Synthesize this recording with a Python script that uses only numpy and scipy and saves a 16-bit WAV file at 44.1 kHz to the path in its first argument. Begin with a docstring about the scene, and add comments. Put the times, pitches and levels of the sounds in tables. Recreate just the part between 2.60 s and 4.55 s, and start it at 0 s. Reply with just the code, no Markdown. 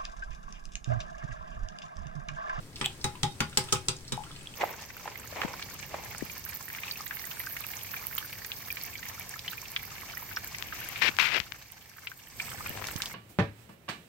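"""Sharp clacks, about six a second: a wire whisk swung round in thin batter in a glass bowl.
On each turn the wires strike the glass, and bowl and kitchen table answer with a thump and a short ring.
Between the clacks single wires tick, air pockets plop, films of batter snap and the froth crackles.
Heard from close by on a stereo pair of microphones, in a small kitchen with a low rumble."""
import sys
import numpy as np
from scipy import signal
from scipy.fft import rfft, irfft
from scipy.io import wavfile

SR = 44100
rng = np.random.default_rng(int(sys.argv[2]) if len(sys.argv) > 2 else 0)


def inscribe(sig):
    """Save sig as 16-bit PCM at rate SR to the path in sys.argv[1].

    A 1-D sig is mono; a 2-D sig holds one channel per row.
    Samples are clipped to [-1, 1] before scaling.
    """
    pcm = np.round(np.clip(np.atleast_2d(sig).T, -1, 1) * 32767)
    wavfile.write(sys.argv[1], SR, pcm.astype(np.int16))


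N = 85995
SHOT = 16384  # samples given to one short sound
TIME, AGE = np.arange(N) / SR, np.arange(SHOT) / SR  # seconds into the scene, into one short sound
SCENE_HZ, SHOT_HZ = np.fft.rfftfreq(N, 1 / SR), np.fft.rfftfreq(SHOT, 1 / SR)

# The whisk hits the bowl. Each row: start in seconds, thump gain in dB at 120, 230 and 400 Hz,
# glass ring gain in dB, wire pitch in Hz, attack and chatter decay in seconds,
# clack gain in dB at 1.2, 2, 3.5, 8 and 13 kHz.
STROKES = [(0.2121, -7, -3.5, -6, -9.5, 3460, 0.00039, 0.0014, -6, -1, -5, -14.5, -17),
           (0.4420, -7, 0.5, -1.5, -0.5, 4000, 0.00064, 0.002, -3, -1, -8, -2, -5),
           (0.6306, -1.5, 5, -3.5, -1, 3490, 0.0014, 0.0024, -0.5, -4.5, -1, -1, -2.5),
           (0.8039, -9, 7, -6.5, 0, 3320, 0.00059, 0.0027, -1.5, -1.5, -5, -9, -3),
           (0.9728, 0.5, -4, 1.5, -1.5, 3680, 0.00036, 0.0029, -3.5, -1, -2, 4.5, 4),
           (1.1224, 2, -14, 4.5, -0.5, 3290, 0.00297, 0.0037, 1, -2.5, -1.5, 9.5, 7.5),
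           (1.2839, -7.5, -7.5, -3.5, -6.5, 3770, 0.00068, 0.0018, -6, -5.5, 0, 3.5, -6.5),
           (1.5204, -6, -6, -7.5, -9, 3500, 0.0017, 0.0022, -3, -3, -8, -3.5, -3)]


def from_db(db):
    """Decibels to gain."""
    return 10 ** (np.asarray(db) / 20)


def rms_one(x):
    """Scale to unit power."""
    return x / np.sqrt(np.mean(x ** 2) + 1e-20)


def at_hz(points, hz):
    """Read rows of frequency and value on a log-frequency axis."""
    frequencies, values = np.transpose(points)
    return np.interp(np.log(np.maximum(hz, 1)), np.log(frequencies), values)


def pan(db):
    """Left and right gains for a level difference, left minus right."""
    return from_db(np.array([[db], [-db]]) / 2)


def add(out, start_s, sound):
    """Mix a stereo sound in at a time."""
    i = int(start_s * SR)
    out[:, i:i + sound.shape[1]] += sound[:, :max(N - i, 0)]


def swell(rise_s, power=2):
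    """Smooth onset from 0 to 1."""
    return 1 - np.exp(-(AGE / rise_s) ** power)


def fade(t60):
    """Decay that loses 60 dB in t60 seconds."""
    return from_db(-60 * AGE / t60)


def noise(gain, likeness, size):
    """Stereo noise with a gain per frequency; at likeness 1 both sides are the same."""
    mid, side = irfft(rfft(rng.standard_normal((2, size))) * gain, size)
    return (np.sqrt(1 + likeness) * mid + np.sqrt(1 - likeness) * side * [[1], [-1]]) / np.sqrt(2)


def burst(gain, likeness, envelope):
    """Noise under an envelope, with a total energy that does not depend on chance."""
    x = noise(gain, likeness, SHOT) * envelope
    return rms_one(x) * np.sqrt(np.mean(gain ** 2) * np.mean(envelope ** 2))


def ring(modes, scatter_db):
    """Damped sines of alternating sign, each with a new strength on every blow."""
    out = 0
    for k, (hz, db, t60, pan_db) in enumerate(modes):
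        strength = (-1) ** k * from_db(db + scatter_db * rng.normal())
        out = out + pan(pan_db) * strength * fade(t60) * np.sin(2 * np.pi * hz * AGE)
    return out


def hump(centre_hz, width):
    """A bell-shaped resonance curve, with a width in log frequency."""
    return np.exp(-(np.log((SHOT_HZ + 1) / centre_hz) / width) ** 2)


def resonate(x, hz, width):
    """Band-pass round a pitch, with a width in log frequency; unit power."""
    edges = np.clip(hz * np.exp([-width, width]), 20, .45 * SR)
    return rms_one(signal.sosfilt(signal.butter(2, edges, "band", fs=SR, output="sos"), x + 1e-18))


def rumble():
    """The kitchen's low steady background, a little stronger on the left microphone."""
    # Rumble spectrum. Each row: frequency in Hz, relative level in dB.
    spectrum = [(20, 1), (40, -8.5), (80, -2.5), (130, 0), (200, -9.5), (300, -10), (500, -17),
                (800, -24.5), (2000, -50.5), (8000, -37.5)]
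    hum = noise(from_db(at_hz(spectrum, SCENE_HZ)), likeness=.92, size=N)
    return from_db(-49) * pan(db=3) * rms_one(hum)


def echoes(x):
    """Surfaces near the bowl throw the first reflections back to the microphones."""
    # Reflections. Each row: left delay and right delay in seconds, gain in dB.
    reflections = [(.0031, .0024, -7.5), (.0083, .0086, -10)]
    out = np.zeros((2, N))
    for *lags, db in reflections:
        for side, lag in enumerate(lags):
            out[side] += from_db(db) * np.interp(TIME - lag, TIME, x[side], left=0)
    return out


def room(x):
    """The kitchen's diffuse tail dies band by band, alike at both microphones only in the bass."""
    # Colour of the tail. Each row: frequency in Hz, gain in dB.
    colour = [(100, 9), (250, -10), (500, -5.5), (1000, 2), (3000, -5.5), (8000, -9.5), (15000, -4)]
    # Reverberation time. Each row: frequency in Hz, seconds to fall 60 dB.
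    decay_times = [(100, 0.18), (400, 0.3), (1000, 0.14), (3000, 0.2), (8000, 0.19), (15000, 0.11)]
    edges = np.geomspace(70, 17000, 11)
    tail = 0
    for low, high in zip(edges, edges[1:]):
        centre = np.sqrt(low * high)
        envelope = swell(rise_s=.0049, power=4) * fade(at_hz(decay_times, centre))
        gain = (SHOT_HZ >= low) * (SHOT_HZ < high) * from_db(at_hz(colour, centre))
        likeness = 1 / (1 + (centre / 600) ** 4)
        tail = tail + burst(gain, likeness, envelope) / np.sqrt(np.sum(envelope ** 2))
    return signal.fftconvolve(x, tail, axes=1)[:, :N]


def froth():
    """Tiny bubbles in the stirred froth burst at random over a fine fizz."""
    # Loudness of the froth. Each row: time in seconds, level in dB.
    loudness = [(0, -52.5), (.12, -57), (.2, -47), (.38, -52), (.55, -52.5), (.9, -51.5), (1.08, -46),
                (1.25, -52.5), (1.45, -53.5), (1.65, -50.5), (1.95, -50.5)]
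    # Colour of bubbles and fizz. Each row: frequency in Hz, relative level in dB.
    spectrum = [(300, 1), (700, -3.5), (1200, -1), (2000, -0.5), (3200, -3.5), (5000, -1.5), (7000, -5.5),
                (8600, 1), (10500, -15), (15500, -17.5)]
    bursts_per_s, spread_db, ring_cycles = 600, 5.5, 10.5
    crackle, pitches = np.zeros((2, N)), np.geomspace(800, 12000, 24)
    for hz in pitches:
        bursting = rng.random(N) < bursts_per_s / len(pitches) / SR
        strength = from_db(spread_db * np.minimum(rng.exponential(1, N), 2.5))
        clicks = bursting * strength * rng.choice([-1, 1], N)
        stereo_clicks = clicks * (1 + .5 * rng.standard_normal((2, N)))
        # Each click rings a resonator that falls 60 dB in ring_cycles periods.
        w, r = 2 * np.pi * hz / SR, from_db(-60 * hz / (ring_cycles * SR))
        pings = signal.lfilter([0, np.sin(w)], [1, -2 * r * np.cos(w), r * r], stereo_clicks + 1e-18)
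        crackle += from_db(at_hz(spectrum, hz)) * w * pings
    fizz = noise(from_db(at_hz(spectrum, SCENE_HZ)), likeness=.05, size=N)
    level = from_db(np.interp(TIME, *np.transpose(loudness)))
    return level * (from_db(-8) * rms_one(crackle) + from_db(-3.5) * rms_one(fizz))


def plops():
    """Air trapped in the batter swells into a short note that rises a little."""
    # Air pockets. Each row: start in seconds, level in dB, pitch in Hz, swell in seconds,
    # seconds to fall 60 dB, left minus right in dB.
    air_pockets = [(.262, -35.5, 795, 0.0014, 0.066, 13.5), (0.552, -36, 997, .001, 0.027, 4),
                   (.637, -8, 821.5, 0.012, .05, 7.5), (0.806, -26, 1424, 0.0013, 0.1, 7.5),
                   (0.927, -36.5, 1420, 0.00078, .018, 0), (1.029, -41, 900, 0.0015, 0.023, 15),
                   (1.082, -38, 1280, 0.0022, 0.047, 1), (1.127, -18.5, 1267, 0.0016, 0.036, -3),
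                   (1.5762, -19, 849, 0.0018, .02, 7.5), (1.602, -28, 830, 0.0053, 0.042, 12.5),
                   (1.638, -36, 1140, 0.0013, 0.02, 0), (1.663, -38, 1377, 0.0028, 0.031, 5),
                   (1.708, -32.5, 1290, 0.00074, 0.013, 0)]
    rise_per_s = .25  # as a share of the starting pitch
    out = np.zeros((2, N))
    for start_s, db, hz, swell_s, t60, pan_db in air_pockets:
        note = np.sin(2 * np.pi * hz * AGE * (1 + rise_per_s * AGE / 2))
        add(out, start_s, pan(pan_db) * from_db(db) * swell(swell_s) * fade(t60) * note)
    return out


def snaps():
    """A film of batter snaps between the wires: a sharp pop with a trace of spray."""
    # Snapping films. Each row: start in seconds, level in dB, pitch in Hz, seconds to fall 60 dB,
    # upper partial and spray in relative dB.
    films = [(.2596, -4, 3250, .005, -1, -24), (1.8715, -26, 3280, .014, -18, -24)]
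    upper_ratio, spray_s = 2.38, .0026
    out = np.zeros((2, N))
    for start_s, db, hz, t60, upper_db, spray_db in films:
        pop = ring([(hz, 0, t60, 0), (hz * upper_ratio, upper_db, t60 * .54, 0)], scatter_db=.5)
        spray = from_db(spray_db) * noise(1, likeness=1, size=SHOT) * np.exp(-AGE / spray_s)
        add(out, start_s, from_db(db) * swell(rise_s=.00044) * (pop + spray))
    return out


def ticks():
    """Single wires touch the glass or each other, each a tiny scrape that rings two resonances."""
    # Light contacts. Each row: start in seconds, level in dB, pitch in Hz, decay in seconds,
    # upper resonance in relative dB.
    contacts = [(.1585, -34, 4300, 0.0022, -10.5), (0.164, -32.5, 3280, .001, -34),
                (0.2427, -27.5, 2820, 0.0066, -18), (0.251, -30, 3060, 0.0072, -11),
                (0.412, -42.5, 4800, 0.0071, -16), (.5535, -41, 3100, 0.0025, -17),
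                (.7220, -45, 4700, .002, -9), (.7575, -64, 4000, 0.00057, -10),
                (0.9292, -44, 3220, 0.0053, -19), (1.0870, -37.5, 3160, 0.0043, -26),
                (1.1570, -30, 2740, 0.0032, -34), (1.3657, -37, 6260, 0.0019, -12),
                (1.4501, -43, 3600, 0.00092, 0.5), (1.479, -40, 4500, 0.0068, -9),
                (1.637, -38.5, 2950, 0.0018, -7), (1.714, -38.5, 3670, 0.0022, -17),
                (1.762, -38.5, 3300, 0.0019, -11), (1.7905, -54.5, 4000, 0.0011, 13.5),
                (1.8100, -45, 2940, 0.0026, -3), (1.858, -41, 3020, 0.0013, -12),
                (1.939, -41.5, 2750, 0.004, -16)]
    out = np.zeros((2, N))
    for start_s, db, hz, decay_s, upper_db in contacts:
        envelope = np.exp(-AGE / decay_s)
        scrape = noise(1, likeness=1, size=SHOT) * envelope
        lower = resonate(scrape, hz, width=.22)
        upper = from_db(upper_db) * resonate(scrape, hz=7850, width=.037)
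        tick = lower + upper + from_db(-12) * rms_one(scrape)
        add(out, start_s, from_db(db) * np.sqrt(np.mean(envelope ** 2)) * tick)
    return out


def thumps():
    """Each stroke pushes the bowl softly against the table; where it lands decides which modes answer."""
    # Low modes of the bowl on the table. Each row: frequency in Hz, level in dB, seconds to fall 60 dB.
    bowl_modes = [(119, -33, 0.11), (136.6, -34.5, 0.14), (151.9, -39.5, 0.29), (218, -33, .13),
                  (272.5, -37.5, 0.087), (300, -35, 0.072), (378.2, -37, 0.38), (426, -33, 0.065),
                  (458, -40.5, 0.1), (507, -40.5, 0.19)]
    late_s, push_s, pan_db, low_cut_hz = .0012, .00052, 1.5, 83
    out = np.zeros((2, N))
    for start_s, low_db, middle_db, high_db, *_ in STROKES:
        colour = [(120, low_db), (230, middle_db), (400, high_db)]
        modes = [(hz, db + at_hz(colour, hz), t60, pan_db) for hz, db, t60 in bowl_modes]
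        add(out, start_s + late_s, -ring(modes, scatter_db=1.2))
    pole = np.exp(-2 * np.pi / (push_s * SR))  # the soft push acts as a low-pass
    softened = signal.lfilter([1 - pole], [1, -pole], out)
    return signal.sosfilt(signal.butter(4, low_cut_hz, "high", fs=SR, output="sos"), softened)


def clacks():
    """The wires land on the glass within a few milliseconds and shiver on; the glass rings briefly."""
    # Clack of the wires. Each row: frequency in Hz, relative level in dB.
    spectrum = [(300, 4.5), (650, -12.5), (1000, -1.5), (1400, -3), (1750, -6.5), (2200, -2), (2600, -2.5),
                (3500, -3), (4800, -3.5), (5400, -2), (6300, -4), (7200, -8.5), (8700, -5.5),
                (10500, -19.5), (15500, -20.5)]
    # Modes of the glass, damped by batter. Each row: frequency in Hz, level in dB,
    # seconds to fall 60 dB, left minus right in dB.
    glass_modes = [(830.5, -39.5, .16, 5.5), (927, -44, 0.048, 24), (1156, -41.5, 0.042, -15),
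                   (1287, -34, 0.069, 8), (1450, -41, 0.1, 3.5), (2065, -41, 0.13, -5),
                   (2984, -45.5, 0.043, -24), (3710, -48, 0.1, -23), (3840, -42, .12, -5),
                   (4744, -42, 0.1, 16), (5430, -64, 0.063, -7), (8390, -44, 0.067, -10)]
    trim_db, shiver_db, shiver_s = -7, -15.5, .011
    out = np.zeros((2, N))
    for start_s, _, _, _, ring_db, wire_hz, attack_s, chatter_s, *colour_db in STROKES:
        # The striking wire has two resonances.
        wire_db = 8 * hump(wire_hz, width=.11) + 3.5 * hump(wire_hz * 2.21, width=.11)
        colour = list(zip((1200, 2000, 3500, 8000, 13000), colour_db))
        gain = from_db(trim_db + at_hz(spectrum, SHOT_HZ) + wire_db + at_hz(colour, SHOT_HZ))
        chatter = np.exp(-AGE / chatter_s)
        shiver = from_db(shiver_db) * np.exp(-AGE / shiver_s)
        add(out, start_s, burst(gain, likeness=.28, envelope=swell(attack_s) * (chatter + shiver)))
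        add(out, start_s + attack_s, from_db(ring_db) * ring(glass_modes, scatter_db=6))
    return out


def scene():
    """The bowl in the kitchen; all its direct sound but the snaps reaches the left microphone first."""
    right_lag_s = .00011
    bright = clacks() + ticks() + froth()
    batter, pops, knock = plops(), snaps(), thumps()
    left, right = bright + knock + batter
    direct = np.array([left, np.interp(TIME - right_lag_s, TIME, right)]) + pops
    into_room = bright + from_db(-6) * knock + from_db(-3.5) * batter + from_db(-5.5) * pops
    return direct + echoes(bright) + room(into_room) + rumble()


def record(dry):
    """The treble is cut steeply above 16.2 kHz."""
    return signal.sosfilt(signal.ellip(10, .1, 80, 16200, fs=SR, output="sos"), dry)


dry = scene()
out = record(dry)
inscribe(out)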